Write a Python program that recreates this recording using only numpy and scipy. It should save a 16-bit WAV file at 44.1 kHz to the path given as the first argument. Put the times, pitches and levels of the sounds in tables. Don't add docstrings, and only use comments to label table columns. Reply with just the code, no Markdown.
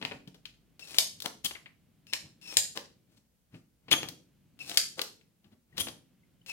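import sys
import numpy as np
from scipy import signal
from scipy.fft import rfft, irfft, next_fast_len
from scipy.io import wavfile
from scipy.ndimage import uniform_filter1d

SR = 44100
rng = np.random.default_rng(int(sys.argv[2]) if len(sys.argv) > 2 else 0)


def wav_record(signal):
    frames = np.transpose(np.atleast_2d(signal))
    bounded = np.clip(frames, -1, 1)
    quanta = np.round(bounded * 32767).astype(np.int16)
    wavfile.write(sys.argv[1], SR, quanta)


N = 287524
T = np.arange(N) / SR
BLOW_SIZE = 8192
BLOW_HZ = np.fft.rfftfreq(BLOW_SIZE, 1 / SR)

# start_s, end_s, thumb_db, rub_db, squeak_s, swell_s, low_squeak_db, high_squeak_db
STROKES = [(0.794, .981, -47, -47, .83, 0.0073, -49, -58.5),
           (2.0688, 2.125, -54, -66, 2.1, 0.0073, -84, -90),
           (2.414, 2.561, -58, -50, 2.482, 0.025, -52, -53),
           (4.591, 4.76, -51, -47, 4.616, .008, -38, -67.5),
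           (6.4621, 6.63, -49, -43, 6.505, 0.01, -36.5, -51)]
# start_s, level_db, tilt_db_per_octave, t60_s, barrel_hz, barrel_db
LATCHES = [(0.9846, -8.5, -0.07, 0.0065, 3600, 5.5), (2.1344, -17.5, -3, 0.015, 2750, 9.5),
           (2.5696, -9.5, 0, .014, 7300, 5.5), (4.7728, -9, -0.23, .014, 2400, 2.5)]
# start_s, level_db, body_db, treble_db
RETURNS = [(1.2591, -27, 6.5, 0), (2.774, -31, -4.5, -5.5), (4.9936, -28.5, -6, -11.5)]
# start_s, level_db, treble_db, t60_s
TRIGGERS = [(1.4472, -28, 19, 0.035), (3.914, -19.5, -1, 0.02), (5.771, -40.5, -0.5, 0.074)]
# fastest_s, swell_s, rush_db, ring_db, ring_tilt_db_per_octave, even_modes_db
FIRINGS = [(1.459, 0.0064, -30.5, -34, -22.5, 10), (3.928, 0.0049, -28.5, -20.5, 2, -1.5),
           (5.807, 0.0089, -32, -33.5, 6.5, -9.5)]
# frequency_hz, level_db
KNOCK_COLOUR = [(30, -39.5), (75, -22), (150, -6), (290, 0), (600, -2.5), (1200, -4.5), (2000, -2),
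                (3000, 1.5), (4500, 2), (8000, -12), (16000, -11.5)]
RUB_COLOUR = [(100, -6), (300, 0.5), (700, -3.5), (1400, -6), (2500, -0.5), (4000, 5), (5500, -0.5),
              (8000, -3.5), (11000, -5.5), (16000, -11)]
HANDLING_COLOUR = [(40, -20.5), (90, -0.5), (160, 5.5), (280, -3), (450, -15.5), (1000, -24), (3000, -23.5),
                   (8000, -40), (16000, -41.5)]


def undb(db):
    return 10 ** (np.asarray(db) / 20)


def unit(x):
    return x / np.sqrt(np.mean(x ** 2))


def gains(points, hz):
    f, db = np.transpose(points)
    return undb(np.interp(np.log(hz + 1), np.log(f), db))


def tint(x, points):
    size = next_fast_len(N, real=True)
    spectrum = rfft(x, size) * gains(points, np.fft.rfftfreq(size, 1 / SR))
    return unit(irfft(spectrum, size)[:N])


def noise(points):
    return tint(rng.standard_normal(N), points)


def walk(rate):
    knots = rng.standard_normal(int(N / SR * rate) + 2)
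    return np.interp(T * rate, np.arange(len(knots)), knots)


def fade(t, t60):
    return np.exp(-np.log(1000) * t / t60)


def swell(s, width):
    bell, near = np.zeros(N), abs(T - s) < 10 * width
    bell[near] = np.exp(-((T[near] - s) / width) ** 2 / 2)
    return bell


def add(track, s, sound):
    i = max(int(s * SR), 0)
    track[i:i + len(sound)] += sound[:N - i]


def resonate(x, hz, t60):
    t = T[:int(t60 * SR)]
    ring = fade(t, t60) * np.sin(2 * np.pi * hz * t)
    return signal.oaconvolve(x, ring / np.linalg.norm(ring))[:N]


def hump(hz, db, octaves=0.23):
    return undb(db / (1 + (np.log2((BLOW_HZ + 1) / hz) / octaves) ** 2))


def blow(colour, t60, energy_s=.005):
    cepstrum = irfft(np.log(colour))
    cepstrum[1:BLOW_SIZE // 2] *= 2
    cepstrum[BLOW_SIZE // 2:] = 0
    decay = fade(T[:BLOW_SIZE], 2 * t60)
    burst = rfft(rng.standard_normal(BLOW_SIZE) * decay)
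    flat = irfft(burst / abs(burst)) * decay
    hit = irfft(rfft(flat) * np.exp(rfft(cepstrum)))
    return hit / np.linalg.norm(hit) * np.sqrt(energy_s * SR)


def strike(db, body_db, treble_db, t60, hz, body_hz=1100, treble_hz=4800):
    low = 1 / (1 + (BLOW_HZ / body_hz) ** 2)
    high = 1 - 1 / (1 + (BLOW_HZ / treble_hz) ** 4)
    colour = gains(KNOCK_COLOUR, BLOW_HZ) * undb(body_db * low + treble_db * high) * hump(hz, db=8)
    return undb(db) * blow(colour, t60)


def echo(build_s=0.0022, shared_hz=500, patchy_db=3):
    # centre_hz, t60_s, level_db
    bands = [(100, .45, -6.5), (300, 0.64, -1.5), (750, 0.28, 2.5), (1940, 0.31, -3), (3480, 0.34, -8),
             (7100, 0.33, 2.5), (11000, 0.31, -1.5), (16000, 0.16, -3.5)]
    t = T[:SR * 2 // 3]
    hz = np.fft.rfftfreq(len(t), 1 / SR)
    centres = np.log([row[0] for row in bands])
    common, *own = rfft(rng.standard_normal((3, len(t))) * undb(patchy_db * walk(1500)[:len(t)]))
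    alike = 1 / (1 + (hz / shared_hz) ** 2)
    field = np.sqrt(alike) * common + np.sqrt(1 - alike) * np.array(own)
    out = 0
    for share, (_, t60, db) in zip(np.eye(len(bands)), bands):
        envelope = fade(t, t60) * (1 - np.exp(-(t / build_s) ** 2))
        band = irfft(field * np.interp(np.log(hz + 1), centres, share), len(t))
        out = out + undb(db) * band * envelope / np.linalg.norm(envelope)
    return out


def workshop(x, shadow_hz=450, pan_db=9, lag_s=.00011, send_db=-1.27, lowered_db=-2, places=12):
    bass = signal.sosfilt(signal.butter(1, shadow_hz, fs=SR, output="sos"), x)
    left, right = (bass + (x - bass) * undb(side * pan_db / 2) for side in (1, -1))
    out = np.array([left, np.pad(right, (round(lag_s * SR), 0))[:N]])
    lowered = sum(swell(s, .25) for s, *_ in FIRINGS)
    send = x * undb(send_db + lowered_db * lowered)
    for place in np.eye(places):
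        share = np.sqrt(np.interp(T, np.linspace(0, T[-1], places), place))
        near = np.flatnonzero(share)
        for channel, response in zip(out, echo()):
            add(channel, T[near[0]], signal.fftconvolve((send * share)[near], response))
    return out


def handling_level(moving_db=-68, still_db=-77.5, settle_s=.15, regrip_db=-69.5, regrip_lag_s=.25):
    aiming = sum((T > back[0]) & (T < shot[0]) for back, shot in zip(RETURNS, FIRINGS))
    moving = 1 - uniform_filter1d(aiming.astype(float), int(settle_s * SR))
    first_latch_db = LATCHES[0][1]
    regrip = sum(swell(s + regrip_lag_s, .18) * undb(db - first_latch_db) for s, db, *_ in LATCHES)
    return undb(still_db + (moving_db - still_db) * moving) + undb(regrip_db) * regrip


def background(air_db=-76.5, rumble_db=-80.5, jolt_db=-40.5, side_db=-8,
               hum_hz=48.1, hum_db=-72.5, hum_end_s=.93):
    # frequency_hz, level_db
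    air_colour = [(59, -42), (100, -13.5), (202, -16), (373, -36), (442, -16.5), (721, -25), (1100, -29.5),
                  (2690, -31), (16000, -30.5)]
    rumble_colour = [(20, -13), (35, -9), (48, -1.5), (70, -5.5), (140, -20), (400, -61.5)]
    out = np.array([noise(air_colour), noise(air_colour)]) * undb(air_db)
    rumble = undb(rumble_db) + sum(undb(db + jolt_db) * swell(s, .076) for s, _, db, *_ in FIRINGS)
    for level, colour in (handling_level(), HANDLING_COLOUR), (rumble, rumble_colour):
        waver = undb(.5 * walk(30))
        mid, side = noise(colour), undb(side_db) * noise(colour)
        out += level * waver * np.array([mid + side, mid - side])
    hum_gate = np.clip((hum_end_s - T) / .15, 0, 1)
    return out + undb(hum_db) * hum_gate * np.sin(2 * np.pi * hum_hz * T)


def hand(recoil_db=-20, recoil_s=.01):
    # peak_s, swell_s, level_db
    bumps = [(0.054, 0.045, -50.5), (.15, 0.024, -54), (.28, 0.0049, -48), (2.25, .028, -56.5),
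             (3.14, .04, -67), (3.555, 0.02, -51), (4.01, 0.078, -50), (4.68, 0.063, -61),
             (5.46, 0.019, -62), (5.53, 0.01, -56.5), (5.83, 0.059, -50.5)]
    # start_s, pitch_hz, level_db, t60_s
    thuds = [(2.574, 84.86, -44, 0.073)]
    # peak_s, swell_s, pitch_hz, level_db
    chirps = [(5.730, 0.0026, 1920, -59), (6.237, 0.0033, 2110, -69), (6.418, 0.002, 2995, -61.5)]
    recoil = sum(undb(db + recoil_db) * swell(s, recoil_s) for s, _, db, *_ in FIRINGS)
    bumping = sum(undb(db) * swell(s, width) for s, width, db in bumps)
    out = (recoil + bumping) * noise(HANDLING_COLOUR)
    for s, hz, db, t60 in thuds:
        add(out, s, undb(db) * fade(T[:SR], t60) * np.sin(2 * np.pi * hz * T[:SR]))
    for s, width, hz, db in chirps:
        out += undb(db) * swell(s, width) * np.sin(2 * np.pi * hz * T)
    return out


def scrapes(slide_db=-47.5, lead_s=.007, catch_db=-10.5, hollow_db=1, hollow_hz=1100):
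    # peak_s, swell_s, level_db
    rustles = [(0.069, 0.058, -63), (3.13, 0.026, -79), (3.175, 0.0051, -66), (3.572, 0.026, -75)]
    rub = noise(RUB_COLOUR) * undb(2 * walk(300))
    hollow = unit(signal.sosfilt(signal.butter(2, hollow_hz, fs=SR, output="sos"), noise(KNOCK_COLOUR)))
    slider = undb(slide_db) * sum(swell(s - lead_s, .0076) for s, *_ in RETURNS)
    catch = sum(undb(db + catch_db) * swell(s, .0029) for s, db, *_ in TRIGGERS)
    fingers = sum(undb(db) * swell(s, width) for s, width, db in rustles)
    return (slider + catch + fingers) * rub + slider * undb(hollow_db) * hollow


def knocks(grip_hz=3230, treble_db_per_octave=70.5):
    # start_s, level_db, body_db, treble_db, t60_s
    stray_knocks = [(.014, -41.5, 8, -15, 0.044), (0.0255, -34.5, 4.5, -18, 0.018),
                    (0.0502, -28, -4, -14.5, 0.013), (0.1123, -41, 6, -29, 0.016),
                    (.118, -36.5, 3.5, -29, 0.022), (0.275, -50, -20, -1, 0.037),
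                    (.3443, -53.5, 14, 3.5, 0.049), (0.4542, -38.5, -28, -12, 0.03),
                    (0.9449, -40, 3.5, -8, 0.0094), (1.2025, -38.5, -13.5, 8, .02),
                    (1.2213, -35, -1, 14.5, 0.028), (1.5101, -38, 4.5, -11, 0.024),
                    (1.5512, -40, -12.5, -46, 0.062), (1.6591, -45, -16, -40, 0.061),
                    (2.1283, -39, 2, -3, 0.053), (2.526, -44, 5, -11.5, 0.0082),
                    (3.5433, -53.5, -2, -23, .06), (3.8822, -42.5, 10.5, -16.5, 0.12),
                    (3.9198, -22.5, 9, -3, 0.0098), (3.937, -22, 2.5, -27, 0.023),
                    (4.031, -33, 8, -8, 0.0099), (4.04, -39.5, 14, -17.5, 0.045),
                    (4.087, -35.5, 0, 12, 0.022), (4.696, -35, 3, 9.5, 0.013),
                    (4.714, -36.5, 3.5, -9, 0.037), (5.0162, -26.5, -8.5, 5, 0.013),
                    (5.212, -63.5, -25, -31, .02), (5.4436, -63.5, -3.5, -10.5, .03),
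                    (5.7796, -28.5, 7.5, 5.5, 0.042), (5.8698, -36.5, 12, -14, 0.03),
                    (5.884, -37, 11, 3.5, 0.036)]
    out = np.zeros(N)
    for s, _, db, *_ in STROKES:
        add(out, s, strike(db, body_db=-4, treble_db=4, t60=.018, hz=2620))
    for s, db, body_db, treble_db in RETURNS:
        add(out, s, strike(db, body_db, treble_db, t60=.013, hz=506))
    for s, db, treble_db, t60 in TRIGGERS:
        add(out, s, strike(db, body_db=-5, treble_db=treble_db, t60=t60, hz=2400))
    for s, db, body_db, treble_db, t60 in stray_knocks:
        hz = grip_hz * 2 ** (treble_db / treble_db_per_octave)
        add(out, s, strike(db, body_db, treble_db, t60, hz))
    return out


def grit(slips_per_s=700, spread_db=1.5, smooth_db=-4):
    slips = (rng.random(N) < slips_per_s / SR) * rng.choice([-1, 1], N)
    sizes = undb(spread_db * np.minimum(rng.exponential(size=N), 4))
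    return unit(tint(slips * sizes, RUB_COLOUR) + undb(smooth_db) * noise(RUB_COLOUR))


def strokes(singing_db=-62.5, flutter_db=3, bend_hz=25, edge_s=.008,
            ramp_lead_s=.084, ramp_rise_s=.018, ramp_db=8.5):
    # pitch_hz, wobble_hz, level_db, glide_fraction_per_s
    seal_tones = [(2700, 85, -1, -0.59), (5290, 170, 0.5, 0.26)]
    rub = unit(grit() * undb(2 * walk(90)))
    out = np.zeros(N)
    for start, end, _, rub_db, squeak_s, width, *squeak_dbs in STROKES:
        gate = np.interp(T, [start, start + edge_s, end, end + edge_s], [0, 1, 1, 0])
        pushed_s = np.clip(T - start, 0, end - start)
        before_ramp = (1 - np.tanh((T - end + ramp_lead_s) / ramp_rise_s)) / 2
        out += gate * rub * undb(rub_db - ramp_db * before_ramp)
        sticking = swell(squeak_s, width)
        for (hz, wobble_hz, db, glide), squeak_db in zip(seal_tones, squeak_dbs):
            pitch = hz * (1 + glide * pushed_s) + wobble_hz * walk(900) + bend_hz * walk(50)
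            level = gate * (undb(singing_db) + undb(squeak_db) * sticking)
            out += level * undb(db + flutter_db * walk(150)) * np.sin(2 * np.pi * np.cumsum(pitch) / SR)
    return out


def latches(tip_db=-6, seat_s=.0006, chatter_db=-11, chatter_t60=0.08):
    # frequency_hz, level_db
    clack_colour = [(80, -21.5), (250, -25), (600, -16), (1200, -19), (2200, -3), (3000, 0), (3600, 0),
                    (4700, 3), (6200, -7), (7600, -5.5), (10000, -10), (13000, -8), (16000, -18.5)]
    out = np.zeros(N)
    for s, db, tilt_db, t60, barrel_hz, barrel_db in LATCHES:
        tilt = undb(tilt_db * np.log2((BLOW_HZ + 500) / 4000))
        colour = gains(clack_colour, BLOW_HZ) * tilt * hump(barrel_hz, barrel_db)
        add(out, s, undb(db + tip_db) * blow(colour, t60 / 2))
        add(out, s + seat_s, undb(db) * blow(colour, t60))
        add(out, s + seat_s, undb(db + chatter_db) * blow(colour, chatter_t60))
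    return out


def firings(spring_hz=3245, pressed_t60=.022, grain_db=3, free_db=-9, shake_db=3):
    # frequency_hz, level_db
    rush_colour = [(70, -16.5), (160, 6.5), (300, 3), (700, -18), (1500, -38), (3000, 15.5), (5000, 8),
                   (8500, 5), (11500, 9.5), (16000, -1)]
    # level_db, free_t60_s
    spring_modes = [(0.5, 0.33), (-11, 0.14), (-17.5, 0.19), (-14, .15)]
    # pitch_hz, level_db
    cluster = [(3155, -3), (3245, 1), (3415, -10.5)]
    out = np.zeros(N)
    rush = unit(noise(rush_colour) * undb(grain_db * walk(900)))
    for s, width, rush_db, ring_db, tilt_db, even_db in FIRINGS:
        speed = swell(s, width)
        out += undb(rush_db) * speed * rush
        for k, (db, free_t60) in enumerate(spring_modes, 1):
            mode_db = ring_db + db + tilt_db * np.log2(k) + even_db * (k % 2 == 0)
            strength = undb(mode_db) * np.linalg.norm(speed)
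            parts = cluster if k == 1 else [(k * spring_hz, 0)]
            pressed = [(hz, pressed_t60, part_db) for hz, part_db in parts]
            for hz, t60, part_db in pressed + [(k * spring_hz, free_t60, free_db)]:
                ring = resonate(speed * rng.standard_normal(N), hz, t60) * undb(shake_db * walk(120))
                out += strength * undb(part_db) * ring / np.linalg.norm(ring)
    return out


def scene():
    pump = undb(-6) * latches() + undb(-1) * knocks() + scrapes() + firings() + strokes() + hand()
    return workshop(pump) + background()


def record(dry):
    thin = signal.sosfilt(signal.butter(3, 36, "high", fs=SR, output="sos"), dry)
    rounded = .8 * np.tanh(thin / .8)
    return signal.sosfilt(signal.ellip(10, .2, 70, 16100, fs=SR, output="sos"), rounded)


dry = scene()
out = record(dry)
wav_record(out)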